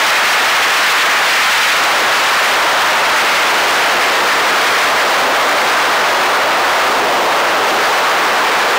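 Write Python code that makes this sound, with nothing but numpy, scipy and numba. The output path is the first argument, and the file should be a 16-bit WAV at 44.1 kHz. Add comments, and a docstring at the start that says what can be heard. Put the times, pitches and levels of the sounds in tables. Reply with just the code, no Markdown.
"""Air rushes past a small camera microphone on a glider in flight: noise bands overload its amplifier.
At first the eddies pass fast, fine turbulence is strong and the low roar weak. Near 2.65 s the rate drops
and the roar surges; by 3.4 s the rate is back up. Then it sinks unevenly to its lowest near 6.75 s, with
less fine turbulence and a strong roar, and ends slightly higher. Throughout, the amplifier squares the
wave and the recorder thins its bass. Mono."""
import sys
import numpy as np
from scipy import signal
from scipy.fft import rfft, irfft
from scipy.io import wavfile
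from scipy.ndimage import uniform_filter1d
from numba import njit

SR = 44100
rng = np.random.default_rng(int(sys.argv[2]) if len(sys.argv) > 2 else 0)


def generate_wav(sig):
    """Save sig (samples, or channels by samples) to the path in sys.argv[1] as 16-bit PCM at SR."""
    pcm = np.round(np.clip(np.atleast_2d(sig).T, -1, 1) * 32767).astype(np.int16)
    wavfile.write(sys.argv[1], SR, pcm)


N = 387198

# Steady rumble of the airframe. Each row: mean centre in Hz, level in dB.
RUMBLE_BANDS = [(70, -28), (160, -20.5)]
# Low roar, probably air shed by the fuselage. Each row: mean centre in Hz, level in dB before AIRFLOW's.
ROAR_BANDS = [(240, -9), (360, -2.5), (520, 2), (700, 1.5)]
# Fine turbulence at the microphone opening. Each row: mean centre in Hz, level in dB before its swell.
FINE_BANDS = [(2400, -9), (3600, -13), (5400, -17.5), (8000, -31)]
# Main eddies. Each row: multiple of the passing rate, level in dB.
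EDDY_BANDS = [(.5, -4), (.7, -1.5), (.95, 0), (1.3, -7)]
# Course of the airflow. Each row: time in seconds, mean eddy passing rate in Hz, low roar level in dB.
AIRFLOW = [(0.0, 1780, -10), (0.4, 1700, -11), (0.75, 1740, -11), (1.2, 1670, -11.5), (1.55, 1860, -13),
           (1.85, 1540, -9.5), (2.45, 1590, -12), (2.65, 1400, -4), (3.0, 1410, -9.5), (3.39, 1730, -7.5),
           (3.6, 1590, -5.5), (4.2, 1530, -4), (4.5, 1630, -5), (5.4, 1323, -4), (5.8, 1445, -5.5),
           (6.75, 1194, -4), (7.55, 1210, -3), (7.85, 1340, -5), (8.05, 1240, -5.5), (8.78, 1330, -4.5)]
# Rough hiss on the squared wave. Each row: centre in Hz, level in dB before the recorder, flicker in dB.
HISS_BANDS = [(3000, -32, 3), (4600, -33, 3), (6500, -35, 2.5), (9500, -35, 1.5), (15000, -33, .6)]
# Recorder colour. Each row: frequency in Hz, gain in dB.
RECORDER_COLOUR = [(20, -0.5), (120, -1), (400, -1), (2000, -1.5), (5000, -5), (8000, -8), (10700, -8.5),
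                   (11200, -9), (11700, -14), (12400, -12), (12900, -10), (13400, -4.5), (16000, -6)]

# Fine turbulence grows with the passing rate; the level is the one at the reference rate.
FINE_DB, FINE_DB_PER_OCTAVE, FINE_REFERENCE_HZ = 0.3, 18.5, 1500
# Random swells of roar and fine turbulence: approximate spreads, changes per second.
ROAR_SWELL_DB, FINE_SWELL_DB, SWELLS_PER_S = 1.53, 1.3, 7
DRIVE_DB = 3.5  # rms into the amplifier
RAIL_UP, RAIL_DOWN, KNEE = 0.45, 0.37, 3.0  # amplifier limits and sharpness of the bend
BASS_CUT_HZ, BASS_STOP_HZ = 815, 60  # bass falls below the first, levels off below the second
TOP_HZ = 15720


def undb(db):
    """dB to gain."""
    return 10 ** (np.asarray(db) / 20)


def level(x, db):
    """Set the rms level."""
    return x * undb(db) / np.sqrt(np.mean(x ** 2))


@njit
def svf(x, centre_hz, width_ratio):
    """State-variable band-pass with a moving centre; width_ratio = width / centre."""
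    out, band_state, low_state = np.empty(len(x)), 0., 0.
    for i in range(len(x)):
        g = np.tan(np.pi * centre_hz[i] / SR)
        v = (band_state + g * (x[i] - low_state)) / (1 + g * (g + width_ratio))
        band_state = 2 * v - band_state
        low_state = low_state + 2 * g * v
        out[i] = width_ratio * v
    return out


def walk(changes_per_s):
    """Random levels, held one change period and slewed twice; spread near 1."""
    hold = int(SR / changes_per_s)
    steps = np.repeat(rng.standard_normal(N // hold + 1), hold)
    slewed = uniform_filter1d(uniform_filter1d(steps, hold), hold)
    return 1.21 * slewed[:N]


def band(centre_hz, db, flicker_db, flickers_per_s):
    """Noise through two equal band-passes, flickering on its own about the set level."""
    once = svf(rng.standard_normal(N), centre_hz, 0.79)
    noise = svf(once, centre_hz, 0.79) / np.sqrt(centre_hz)  # evens the power as the centre slides
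    return level(noise, db) * undb(flicker_db * walk(flickers_per_s))


def rumble(waver):
    """Airframe rumble: low bands that waver with the flow speed."""
    return sum(band(hz * waver, db, 0.8, 21) for hz, db in RUMBLE_BANDS)


def roar(waver, roar_db):
    """Low roar: bands apart from the passing rate that follow the roar level and swell at random."""
    bands = sum(band(hz * waver, db, 0.61, 18) for hz, db in ROAR_BANDS)
    return undb(roar_db + ROAR_SWELL_DB * walk(SWELLS_PER_S)) * bands


def fine_turbulence(waver, rate_hz):
    """Fine turbulence: fast-flickering high bands, louder as eddies pass faster."""
    octaves = np.log2(rate_hz / FINE_REFERENCE_HZ)
    fine_db = FINE_DB + FINE_DB_PER_OCTAVE * octaves + FINE_SWELL_DB * walk(SWELLS_PER_S)
    bands = sum(band(hz * waver, db, 3.44, 200) for hz, db in FINE_BANDS)
    return undb(fine_db) * bands


def main_eddies(waver, rate_hz):
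    """Main eddies: bands that slide in pitch with the passing rate."""
    return sum(band(multiple * rate_hz * waver, db, 0.66, 18) for multiple, db in EDDY_BANDS)


def airflow():
    """Sum the pressures on the microphone; quick wavers of flow speed move all bands together."""
    time_s, *columns = np.transpose(AIRFLOW)
    rate_hz, roar_db = (np.interp(np.arange(N) / SR, time_s, c) for c in columns)
    waver = np.exp(0.028 * walk(25) + 0.081 * walk(80))
    pressure = rumble(waver) + roar(waver, roar_db)
    pressure = pressure + fine_turbulence(waver, rate_hz) + main_eddies(waver, rate_hz)
    return level(pressure, DRIVE_DB)


def scene():
    """One microphone feeds both channels."""
    return np.tile(airflow(), (2, 1))


def overload(dry):
    """Amplifier: bends the wave flat at unequal rails."""
    rail = np.where(dry > 0, RAIL_UP, RAIL_DOWN)
    return dry / (1 + np.abs(dry / rail) ** KNEE) ** (1 / KNEE)


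def rough_hiss():
    """Hiss: fixed noise bands with rapid flicker."""
    return sum(band(np.full(N, 1. * hz), db, flicker_db, 160) for hz, db, flicker_db in HISS_BANDS)


def thin_bass(x):
    """A coupling capacitor lets each flat top sag back towards zero."""
    zero, pole = np.exp(-2 * np.pi * np.array([BASS_STOP_HZ, BASS_CUT_HZ]) / SR)
    return signal.lfilter([1, -zero], [1, -pole], x - x.mean())


def colour(x):
    """Recorder response, interpolated over log frequency."""
    hz = np.arange(N // 2 + 1) * SR / N + 1  # +1 avoids log(0)
    colour_hz, colour_db = np.transpose(RECORDER_COLOUR)
    gain = undb(np.interp(np.log(hz), np.log(colour_hz), colour_db))
    return irfft(rfft(x) * gain, N)


def record(dry):
    """Overload, rough hiss, bass cut, colour, steep top."""
    squared = overload(dry) + rough_hiss()
    coloured = colour(thin_bass(squared))
    steep_top = signal.ellip(14, 0.5, 60, TOP_HZ, fs=SR, output="sos")  # ripple dB, stop dB
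    return signal.sosfilt(steep_top, coloured)


dry = scene()
out = record(dry)
generate_wav(out)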